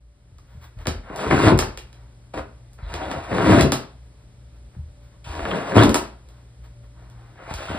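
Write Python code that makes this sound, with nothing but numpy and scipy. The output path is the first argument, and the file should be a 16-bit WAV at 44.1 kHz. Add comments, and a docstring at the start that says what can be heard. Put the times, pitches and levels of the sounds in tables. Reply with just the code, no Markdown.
"""A living room with open wooden stairs, a few metres from the two microphones of a phone.
A dog in a plastic cone collar climbs the stairs. At each step the rim of the cone sticks and slips
over the edge of a tread, judders harder as it bends, then flicks free with a snap.
Paws thump softly on the boards and brush over them, and claws tick.
Behind the dog lies the room tone: still air and the hum of an appliance."""
import sys
import numpy as np
from scipy import signal
from scipy.fft import rfft, irfft
from scipy.io import wavfile

SR = 44100
rng = np.random.default_rng(int(sys.argv[2]) if len(sys.argv) > 2 else 0)


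def dump(signal):
    """Clip the signal to [-1, 1] and save it as 16-bit WAV at the path in sys.argv[1]."""
    limited = np.clip(np.atleast_2d(signal).T, -1, 1)
    pcm = np.round(limited * 32767).astype(np.int16)
    wavfile.write(sys.argv[1], SR, pcm)


N = 343098
TIME = np.arange(N) / SR

# how hard the rim presses on the tread, one curve per drag: t/s, level/dB
RIM_PRESSURE = [
    [(1.03, -53.5), (1.204, -28), (1.302, -25.5), (1.312, -17), (1.412, -18), (1.475, -10.5), (1.492, -16),
     (1.526, -12), (1.57, -27)],
    [(2.335, -39.5), (2.345, -29), (2.369, -34), (2.379, -28), (2.41, -41)],
    [(2.78, -58.5), (2.936, -38), (3.146, -29.5), (3.26, -42.5), (3.33, -24), (3.46, -16), (3.502, -11),
     (3.662, -16.5), (3.69, -25.5)],
    [(5.24, -58.5), (5.272, -43.5), (5.39, -35), (5.545, -24), (5.646, -32), (5.748, -24), (5.768, -11.5),
     (5.89, -14.5), (5.92, -28)],
    [(7.35, -64), (7.402, -44.5), (7.466, -41.5), (7.514, -26.5), (7.568, -47), (7.584, -32),
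     (7.682, -35.5), (7.704, -25.5), (7.78, -32)],
]
# drags of the rim: slide t/s, lift-off t/s, rasp level/dB, sliding hiss level/dB
RIM_DRAGS = [(1.172, 1.494, -11, -39.5), (2.33, 2.393, -15, -48.5), (2.882, 3.6, -11, -49.5),
             (5.23, 5.832, -11.5, -46), (7.492, 7.816, -12, -44.5)]
def drags(touch_s=.005, release_s=.027, lead_s=.0029, skid_db=3, skid_s=.029, lift_db_per_s=394.5):
    """Pressure drives a drag: light rasps, hard booms. The edge skids off and the bent cone booms on."""
    judder_db, boom_db, hiss_db, creak_db = -11, -2, -16.5, -13
    boom_growth, edge_growth = 1.002, .8  # dB per dB of pressure
    bend_oct_per_db, resting_db = -.07, -16  # judder and boom drop in pitch under more pressure
    judder, boom, rasp, hiss = friction()
    creak, out = creaks(), np.zeros(N)
    for curve, (slide_s, lift_s, rasp_db, slide_db) in zip(RIM_PRESSURE, RIM_DRAGS):
        s, pressure_db = np.transpose(curve)
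        on = (TIME > s[0]) & (TIME < s[-1] + release_s)
        t = TIME[on]
        level_db = np.interp(t + lead_s, s, pressure_db)
        touching = ramp(t - s[0], touch_s) * ramp(s[-1] + release_s - t, release_s)
        skid = amp(skid_db * np.exp(-((t - lift_s) / skid_s) ** 2))
        lift = amp(-lift_db_per_s * np.maximum(t - lift_s, 0))
        bent_time = t[0] + np.cumsum(2 ** (bend_oct_per_db * (level_db - resting_db))) / SR
        juddering = amp(judder_db + level_db) * np.interp(bent_time, TIME, judder)
        booming = amp(boom_db + boom_growth * level_db) * np.interp(bent_time, TIME, boom)
        sliding = amp(slide_db) * ramp(t - slide_s, touch_s)
        hissing = np.hypot(sliding, amp(hiss_db + level_db)) * hiss[on]
        rasping = amp(rasp_db + edge_growth * level_db) * rasp[on]
        creaking = amp(creak_db + edge_growth * level_db) * creak[on]
        out[on] += touching * (juddering + booming + skid * lift * (rasping + creaking + hissing))
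    return out


# resonances of the cone pressed on a tread, and of its free rim: f/Hz, width/Hz, level/dB
CONE_MODES = [(129, 33, 3), (260, 96, 1), (373, 40, -3), (465, 32, -10), (559, 40, -5.5), (646.6, 30, 4.5),
              (1404, 500, -20.5), (2110, 200, -17.5)]
RIM_MODES = [(1290, 90, -7), (1700, 86, -2.5), (2130, 40, -3), (2690, 130, -5), (3270, 54, -5.5),
             (3840, 140, -7), (4790, 260, -6), (7370, 250, -7), (10600, 400, -5.5), (13900, 500, -3)]
# spectra of plastic rubbing on wood: f/Hz, level/dB
JUDDER_SPECTRUM = [(60, -34.5), (130, -7), (250, 0.5), (400, -6), (650, -2.5), (900, -11), (1600, -34),
                   (4000, -55)]
BOOM_SPECTRUM = [(30, -30), (60, -2), (130, 3.5), (200, -3.5), (260, 0), (380, 1.5), (600, -11.5),
                 (1500, -50)]
RASP_SPECTRUM = [(200, -28.5), (550, -5.5), (800, 3.5), (1400, 1), (2100, -1.5), (2900, -10.5),
                 (4500, -38.5), (8000, -49.5)]
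HISS_SPECTRUM = [(1000, -58), (2400, 10), (3600, 5), (5000, 0.5), (7000, -3.5), (10000, -9), (15000, -20)]
def friction(patchy_db=2.0, patch_s=.012):
    """Coarse slips make the cone judder and boom; finer ones rasp and hiss in fits as the grip changes."""
    def shake(push, spectrum):
        wave = flexed(response(spectrum), spread_s=.00199)
        return unit(resonate(through(push, wave), CONE_MODES, ring_db=6))

    knots = np.arange(0, TIME[-1], patch_s)
    grip = amp(patchy_db * np.interp(TIME, knots, rng.standard_normal(len(knots))))
    coarse = unit(slips(per_s=175, scatter_db=1.0, unevenness=.42))
    fine = unit(grip * slips(per_s=1800, scatter_db=1.5, unevenness=.7))
    rasp = shake(coarse + 1.05 * fine, RASP_SPECTRUM)
    rubbing = through(.067 * coarse + fine, response(HISS_SPECTRUM))
    hiss = unit(resonate(rubbing, RIM_MODES, ring_db=-4.5))
    return shake(coarse, JUDDER_SPECTRUM), shake(coarse, BOOM_SPECTRUM), rasp, hiss


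def creaks(per_s=70, note_hz=900, spread_oct=.6, scatter_db=2.5, t60_s=.012, count=1400):
    """Small random catches each pin the plastic at a new place: dry taps of differing pitch."""
    out, chance = np.zeros(N), rng.standard_normal((count, 3))
    stuck = np.exp(.6 * chance[:, 0])
    times = np.cumsum(stuck / stuck.mean()) / per_s
    for s, (place, force) in zip(times, np.clip(chance[:, 1:], -1.5, 1.5)):
        tap = ringing(note_hz * 2 ** (spread_oct * place), t60_s, size=2048)
        add(out, s, amp(scatter_db * force) * tap)
    return unit(out)


# spectrum of a hollow knock on the cone: f/Hz, level/dB
KNOCK_SPECTRUM = [(40, -19.5), (130, -3.5), (400, 0.5), (1400, -5.5), (2300, -18), (3000, -20.5),
                  (6000, -46), (15000, -61)]
# the rim catches and jumps: t/s, level/dB, tilt/(dB/oct), note f/Hz, t60/s, note against knock/dB
RIM_CATCHES = [(0.387, -47, 3, 1220, 0.055, -6), (0.789, -39.5, 9, 1110, .04, -10),
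               (0.859, -20, 1.5, 602, 0.072, -8.5), (0.878, -16, -5, 483, 0.087, -6.5),
               (1.099, -23.5, -2.5, 637, .06, -7), (1.239, -17.5, 2.5, 950, .04, -8),
               (1.266, -15, -1, 695, .04, -7.5), (1.31, -3, 1, 1900, .03, -8),
               (1.328, -5.5, -2.5, 756, 0.036, -9), (1.438, -10.5, 2, 427, 0.12, -8),
               (1.475, -4, 0, 870, .13, -6), (1.481, -10, -1.5, 982, .12, -7),
               (1.519, -5.5, -4.5, 353, 0.06, -8.5), (1.533, -14.5, -8.5, 296, .06, -9.5),
               (1.624, -13, 2, 867, .09, -8), (2.339, -29.5, 4.5, 666, .15, -6),
               (2.345, -29, 1.5, 297, .2, -2), (2.376, -17.5, 1.5, 675, .09, -10),
               (2.393, -24, 0, 1432, .04, -9), (2.788, -37, 2, 1360, .06, -9),
               (3.015, -19.5, 1, 755, 0.1, -5), (3.115, -22, 1, 900, .04, -11),
               (3.316, -14, -5, 1800, 0.027, -7.5), (3.329, -13.5, 1.5, 700, .04, -14),
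               (3.383, -11, 4.5, 1620, 0.032, -12.5), (3.405, -10.5, -2.5, 1390, .03, -14),
               (3.462, -10, -0.5, 518, .08, -6), (3.494, -7, -0.5, 398, 0.11, -5),
               (3.52, -3, -1, 1420, 0.045, -10.5), (3.525, -8.5, -3.5, 658, 0.096, -1.5),
               (3.546, -6.5, 0, 552, 0.12, -6.5), (3.576, -6, -3.5, 133, .1, -6),
               (3.586, -10.5, -2.5, 664, .06, -11), (3.631, -10.5, -5.5, 230, .05, -8.5),
               (3.65, -10.5, -6, 388, 0.1, -4), (3.724, -15.5, -1.5, 299, .08, -10.5),
               (4.75, -45, 1.5, 940, 0.066, -7), (5.393, -16.5, 2, 651, 0.061, -8.5),
               (5.453, -13, 4, 875, .05, -9.5), (5.514, -18, 4.5, 1200, 0.053, -6.5),
               (5.582, -21.5, -4, 756, .04, -9), (5.631, -25.5, 2, 1010, 0.032, -10.5),
               (5.737, -16.5, -0.5, 610, .04, -9), (5.755, -12.5, -3, 332, 0.054, -9.5),
               (5.765, 0.5, -4, 376, .06, -10.5), (5.781, 1, 0.5, 245, .08, -9),
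               (5.808, -5.5, -1, 142.2, .12, -11.5), (5.821, -7, -1, 556, 0.09, -7.5),
               (5.841, -5, -5, 283, 0.12, -7), (5.883, -13.5, -5.5, 140, .08, -12),
               (5.897, -11, -5.5, 228, 0.046, -7), (5.955, -9.5, 1.5, 928, 0.1, -7),
               (7.39, -40.5, 1, 1150, .03, -4), (7.508, -24.5, 0, 853, .09, -4),
               (7.7, -21.5, -3, 284, .08, -13), (7.745, -19.5, -4.5, 590, .09, -6)]
def catches(rebound_s=.005, rebound_db=-9, knocks=3, sag_share=.22, overtone_ratio=2.68, overtone_db=-7):
    """The jumping rim knocks the cone and rebounds; the note depends on where the plastic is pinned."""
    out = np.zeros(N)
    all_gaps = rebound_s * np.exp(.5 * rng.standard_normal((len(RIM_CATCHES), knocks)))
    for (s, db, tilt_db, note_hz, t60_s, note_db), gaps in zip(RIM_CATCHES, all_gaps):
        knock = flexed(response(KNOCK_SPECTRUM, tilt_db), spread_s=.002917)
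        for k, late_s in enumerate(np.cumsum(gaps) - gaps[0]):
            add(out, s - .001 + late_s, amp(db + k * rebound_db) * knock)
        sag = sag_share * amp(db)  # a harder catch starts sharper
        overtone_hz = overtone_ratio * note_hz  # second bending mode
        overtone_gain = amp(overtone_db + along(KNOCK_SPECTRUM, overtone_hz) + tilt_db)
        note = ringing(note_hz, t60_s, sag) + overtone_gain * ringing(overtone_hz, t60_s, sag)
        add(out, s + .001, amp(db + note_db) * note)
    return resonate(resonate(out, CONE_MODES, ring_db=-2), RIM_MODES, ring_db=-9)


# spectrum of a snap: f/Hz, level/dB
SNAP_SPECTRUM = [(200, -1.5), (500, 4.5), (1000, -6), (1700, 0.5), (2600, 2), (4000, -0.5), (6000, 0.5),
                 (9000, -6), (12000, -8), (15000, -13.5)]
# the rim flicks free or a claw ticks: t/s, level/dB, f/Hz, tilt/(dB/oct), knock level/dB
RIM_AND_CLAW_CLICKS = [(0.383, -51, 5070, 1, -52), (0.8545, -39, 3290, -4, -36),
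                       (0.8691, -19.5, 4580, -1, -21), (1.1602, -34, 3980, 2.5, -31),
                       (1.576, -30, 8800, 2, -38), (1.5889, -13, 5600, 0.5, -12.5),
                       (1.7733, -31.5, 2840, -0.5, -38), (1.928, -47.5, 4040, -1.5, -56),
                       (2.7317, -48.5, 9100, 5, -57.5), (2.939, -28, 4200, -3, -28.5),
                       (3.113, -32.5, 3290, -2, -24.5), (3.6091, -15, 3850, -1, -18.5),
                       (3.7197, -15, 3960, 1, -12), (5.3512, -38, 3840, -3.5, -41.5),
                       (5.8342, -19.5, 3300, 0, -14.5), (5.8925, -24, 3030, 1, -23.5),
                       (5.9429, -12.5, 8820, 1, -10), (6.287, -51.5, 3510, 2, -50),
                       (7.099, -53, 3280, 2, -55), (7.5385, -29, 4730, 0.5, -38)]
def clicks(rebound_s=.0017, rebound_db=-9, focus_db=3, focus_oct=.48, tick_db=6):
    """A crack and a quick rebound ring the rim, lifted around their own pitch, over a hollow knock."""
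    tick, body = np.zeros(N), np.zeros(N)
    grid_hz = np.geomspace(200, 16000, num=40)
    knock = flexed(response(KNOCK_SPECTRUM, tilt_db=3.5), spread_s=.002975)
    gaps = rebound_s * np.exp(.34 * rng.standard_normal(len(RIM_AND_CLAW_CLICKS)))
    for (s, db, pitch_hz, tilt_db, knock_db), gap in zip(RIM_AND_CLAW_CLICKS, gaps):
        bump_db = focus_db * np.exp(-(np.log2(grid_hz / pitch_hz) / focus_oct) ** 2)
        spectrum = np.column_stack([grid_hz, along(SNAP_SPECTRUM, grid_hz) + bump_db])
        crack = amp(db + tick_db) * flexed(response(spectrum, tilt_db), spread_s=.003021)
        add(tick, s, crack)
        add(tick, s + gap, amp(rebound_db) * crack)
        add(body, s, amp(knock_db) * knock)
    return resonate(tick, RIM_MODES, ring_db=-8.5) + resonate(body, CONE_MODES, ring_db=-9)


# the rim crosses a rough spot of the tread: centre t/s, width/s, level/dB, f/Hz
RIM_CHATTERS = [(1.482, 0.006, -22.5, 3950), (2.858, 0.018, -49.5, 3700), (3.036, 0.011, -44.5, 3270),
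                (5.512, .006, -34.5, 2900), (5.585, 0.0066, -39.5, 2600), (5.789, 0.0087, -22.5, 3040),
                (5.827, .009, -21.5, 3600), (7.73, 0.046, -41, 2800)]
def chatters(width_oct=.24, skirt_db=-22):
    """Short bursts of fast slips ring the rim, each around one pitch."""
    grain = resonate(slips(per_s=700, scatter_db=8.5, unevenness=.4), RIM_MODES, ring_db=3)
    grid_hz, out = np.geomspace(200, 16000, num=40), 0
    for s, width_s, db, pitch_hz in RIM_CHATTERS:
        band_db = skirt_db * np.log10(1 + (np.log2(grid_hz / pitch_hz) / width_oct) ** 2)
        band = response(np.column_stack([grid_hz, band_db]))
        out = out + amp(db) * swell(s, width_s) * unit(through(grain, band))
    return out


# modes of a wooden tread: f/Hz, t60/s, level/dB
TREAD_MODES = [(43.9, 0.7, -9), (55.6, 0.38, -3.5), (77.1, 0.43, 2), (98, 0.24, -1.5), (133, 0.16, -6.5),
               (206, 0.034, -16.5)]
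# paws landing on the stairs: t/s, level/dB, hardness/(dB/oct)
PAW_STEPS = [(0.321, -40.5, -10), (0.551, -37, 10.5), (0.771, -28, -7), (0.875, -21.5, -5),
             (1.267, -23.5, 6), (1.439, -16.5, 10), (1.541, -18, -2), (2.363, -33, 0.5), (2.829, -25.5, -8),
             (2.92, -31, 1.5), (3.042, -35, 4.5), (3.149, -28.5, 10.5), (3.601, -15.5, 11),
             (4.769, -26.5, 5), (5.272, -26.5, -3.5), (5.371, -29.5, -6), (5.831, -18.5, 13),
             (7.513, -26.5, 0), (7.695, -29, 6)]
def paws(load_s=.005, sag_share=.3, settle_s=.011, scatter_db=2.3, detune=.058, size=22050):
    """A soft pad loads the tread gradually and it booms low; a harder step wakes the higher modes."""
    t, out = TIME[:size], np.zeros(N)
    hz, t60, mode_db = np.transpose(TREAD_MODES)[:, :, None]
    load = 1 - np.exp(-(t / load_s) ** 2)
    clock = sagging(t, sag_share, settle_s)  # the pitch sinks as the weight settles
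    for s, db, hard_db in PAW_STEPS:
        gain_luck, pitch_luck = rng.standard_normal((2, len(TREAD_MODES), 1))
        gains = amp(mode_db + hard_db * np.log2(hz) + scatter_db * gain_luck)
        modes = gains * np.sin(2 * np.pi * hz * (1 + detune * pitch_luck) * clock) * decay(t, t60)
        thump = load * modes.sum(axis=0)
        add(out, s - .004, amp(db + 2.5) * thump / np.abs(thump).max())
    return out


# spectrum of paws and fur brushing the boards: f/Hz, level/dB
BRUSH_SPECTRUM = [(300, -6), (800, -3), (1400, -3.5), (2500, -11), (4200, -16.5), (7000, -23), (10000, -30),
                  (15000, -25)]
# single brushes: centre t/s, width/s, level/dB, tilt/(dB/oct)
PAW_SCUFFS = [(0.53, 0.051, -59, 0.5), (0.644, 0.02, -48, 2), (0.813, 0.023, -46, -0.5),
              (1.99, 0.077, -58, -2), (4.04, .03, -67, 1), (4.19, 0.033, -64.5, -1.5),
              (4.56, 0.024, -64, 0), (4.748, 0.014, -58.5, -1.5), (5.05, 0.025, -60, 1.5),
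              (5.135, .025, -60.5, -1.5), (6.362, 0.077, -61, -0.5), (6.65, 0.014, -52.5, 0.5),
              (6.846, .015, -59, 0), (7.018, 0.047, -52, -2.5), (7.168, 0.048, -56, -2.5),
              (7.297, 0.076, -54, -2)]
def scuffs():
    """Soft grainy friction swells and fades as a paw slides."""
    grain = slips(per_s=1500, scatter_db=3.0, unevenness=.49)
    return sum(amp(db) * swell(s, width_s) * unit(through(grain, response(BRUSH_SPECTRUM, tilt_db)))
               for s, width_s, db, tilt_db in PAW_SCUFFS)


# reverberation of the living room: f/Hz, t60/s, share that differs between left and right
ROOM_BANDS = [(60, 0.61, .0007), (248.4, 0.43, 0.09), (805, 0.45, 0.36), (1590, 0.44, 0.65),
              (3000, 0.4, 0.41), (4940, 0.36, 0.96), (5926, 0.29, 0.038), (14900, 0.23, 0.46)]
def room(x, direct_db, wet_db, build_s=.0036, early_s=.15, size=32768):
    """A few metres off: direct sound, quick stairwell reflections, a tail dying sooner in the treble."""
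    t, hz = TIME[:size], np.arange(size // 2 + 1) * SR / size
    noise = rng.standard_normal((3, size))
    reflections = amp(6.1 * np.exp(-t / .064) * rng.standard_normal(size))  # spiky at first
    spectrum = diffuse(rfft(noise * reflections), hz)
    centres, tail = np.log([row[0] for row in ROOM_BANDS]), 0
    for (_, t60_s, _), weights in zip(ROOM_BANDS, np.eye(len(ROOM_BANDS))):
        band = irfft(spectrum * np.interp(np.log(hz + 1), centres, weights))
        tail = tail + band * decay(t, t60_s)
    tail = tail * (1 - np.exp(-t / build_s)) * (1 + .89 * np.exp(-t / early_s))
    tail /= np.sqrt(np.sum(tail ** 2) / 2)
    return np.array([amp(direct_db) * x + amp(wet_db) * through(x, h) for h in tail])


# tones of an appliance in the room: f/Hz, level/dB
HUM_TONES = [(59.2, -53), (118.4, -55), (583, -74)]
def appliance_hum(waver_db=3.5, waver_rad=.6):
    """An appliance hums, each tone wavering in level and phase."""
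    hum = 0
    for hz, db in HUM_TONES:
        waver = np.interp(TIME, np.linspace(0, TIME[-1], num=40), rng.standard_normal(40))
        tone = np.sin(2 * np.pi * hz * TIME + waver_rad * waver)
        hum = hum + amp(db + 3.5 + waver_db * waver) * tone
    return hum


# noise spectrum of the quiet room: f/Hz, level/dB
AIR_SPECTRUM = [(20, -96), (38, -79.5), (58, -62.5), (85, -77), (125, -75.5), (190, -85), (500, -93),
                (1000, -99), (2000, -103), (4000, -105), (10000, -112), (12000, -120), (15000, -126)]
def still_air():
    """Faint steady noise all around the microphones, strongest in the bass."""
    hz = np.arange(N // 2 + 1) * SR / N
    noise = diffuse(rfft(rng.standard_normal((3, N))), hz)
    return irfft(noise * amp(along(AIR_SPECTRUM, hz)), N) * np.sqrt(SR / 2)


def diffuse(spectra, hz):
    """The room reaches left and right as two unrelated sounds plus a common one."""
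    share = np.clip(along(ROOM_BANDS, hz, column=2), 0, 1)
    return np.sqrt(share) * spectra[:2] + np.sqrt(1 - share) * spectra[2]


def slips(per_s, scatter_db, unevenness, count=30000):
    """Stick and slip: the longer a surface sticks, the harder it lets go."""
    chance = rng.standard_normal((count, 3))
    stuck = np.exp(unevenness * chance[:, 0])
    at = (np.cumsum(stuck / stuck.mean()) * SR / per_s).astype(int)
    force = np.sqrt(stuck) * amp(scatter_db * np.clip(chance[:, 1], -2, 2)) * np.sign(chance[:, 2])
    return np.bincount(at[at < N], force[at < N], N)


def flexed(h, spread_s, size=4096):
    """Bending waves carry treble faster than bass, so a tap spreads into a short falling chirp."""
    hz = np.arange(size // 2 + 1) * SR / size
    delay = spread_s * np.sqrt(1000 / (hz + 200))
    h = irfft(rfft(h, size) * np.exp(-2j * np.pi * np.cumsum(delay) * SR / size))
    return h / np.abs(h).max()


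def resonate(push, modes, ring_db, size=8192):
    """The thin plastic passes each push on and rings in its resonances."""
    t = TIME[:size]
    ring = sum(amp(db) * 2 * np.pi * width / SR * np.exp(-np.pi * width * t) * np.cos(2 * np.pi * hz * t)
               for hz, width, db in modes)
    return push + amp(ring_db) * through(push, ring)


def ringing(hz, t60_s, sag=0, settle_s=.0093, size=8192):
    """One fading mode, which may start sharp and sink as the plastic relaxes."""
    t = TIME[:size]
    return np.sin(2 * np.pi * hz * sagging(t, sag, settle_s)) * decay(t, t60_s)


def sagging(t, share, settle_s):
    """Clock of a vibration that starts fast and settles to its own pitch."""
    return t + share * settle_s * (1 - np.exp(-t / settle_s))


def response(points, tilt_db=0, size=2048):
    """Causal impulse response of a spectrum, tilted per octave; peak 1."""
    hz = np.arange(size // 2 + 1) * SR / size
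    cepstrum = irfft(np.log(amp(along(points, hz) + tilt_db * np.log2(hz + 20))))
    cepstrum[1:size // 2] *= 2
    cepstrum[size // 2 + 1:] = 0
    h = irfft(np.exp(rfft(cepstrum)))
    return h / np.abs(h).max()


def along(points, hz, column=1):
    """Read a column of a table on a log-frequency axis."""
    rows = np.array(points)
    return np.interp(np.log(hz + 1), np.log(rows[:, 0]), rows[:, column])


def through(x, h):
    """Pass a sound through an impulse response."""
    return signal.oaconvolve(x, h)[:len(x)]


def add(track, s, sound):
    """Mix a sound in at time s."""
    start = max(int(s * SR), 0)
    part = sound[:max(N - start, 0)]
    track[start:start + len(part)] += part


def decay(t, t60_s):
    """Fall by 60 dB every t60_s."""
    return np.exp(-np.log(1000) * t / t60_s)


def ramp(elapsed_s, length_s):
    """Rise from 0 to 1 over a given time."""
    return np.clip(elapsed_s / length_s, 0, 1)


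def swell(s, width_s):
    """A smooth rise and fall around time s."""
    return np.exp(-.5 * ((TIME - s) / width_s) ** 2)


def amp(db):
    """Decibels to gain."""
    return 10 ** (np.asarray(db) / 20)


def unit(x):
    """Scale to rms 1."""
    return x / np.sqrt(np.mean(x ** 2))


def scene(tone_db=2, fade_db=9.5, fade_s=.35):
    """Cone, claws and paws heard from across the living room, over room tone that fades in."""
    scraping = room(drags() + chatters() + scuffs(), direct_db=-2, wet_db=-6.5)
    knocking = room(catches(), direct_db=-4.5, wet_db=-8)
    ticking = room(clicks(), direct_db=-1.5, wet_db=-.5)
    stepping = room(paws(), direct_db=-1, wet_db=-11.5)
    room_tone = (still_air() + appliance_hum()) * amp(tone_db - fade_db * np.exp(-TIME / fade_s))
    return scraping + knocking + ticking + stepping + room_tone


# phase of the left channel against the right, spreading the treble in stereo: f/Hz, phase/rad
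CHANNEL_PHASE = [(0, 0), (780, -.9), (1460, -.5), (2070, .5), (2700, 2.6), (3300, 1.4), (4100, .7),
                 (5600, 2.8), (6800, 3.4), (8400, 6.2), (10000, 6.4), (11300, 9.2), (13300, 9.6),
                 (14400, 12.5)]
# level of the left channel against the right: f/Hz, level/dB
CHANNEL_BALANCE = [(60, 0.6), (150, 1.9), (500, 2), (1100, 1.5), (2200, 1.1), (4200, -1), (8000, -0.1),
                   (15000, 0.5)]
def record(dry, low_cut_hz=34, top_hz=15200):
    """Left and right channels differ in phase and colour; deep bass and top are cut, peaks clip."""
    hz, sides = np.arange(N // 2 + 1) * SR / N, np.array([[1], [-1]])
    phase = np.exp(.5j * sides * np.interp(hz, *np.transpose(CHANNEL_PHASE)))
    balance = amp(sides * along(CHANNEL_BALANCE, hz) / 2)
    heard = irfft(rfft(dry) * phase * balance, N) * ramp(TIME, .01)
    low_cut = signal.butter(4, low_cut_hz, "high", fs=SR, output="sos")
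    top_cut = signal.ellip(8, .2, 70, top_hz, fs=SR, output="sos")
    clipped = np.clip(signal.sosfilt(low_cut, heard), -1, 1)
    return signal.sosfilt(top_cut, clipped)


dry = scene()
out = record(dry)
dump(out)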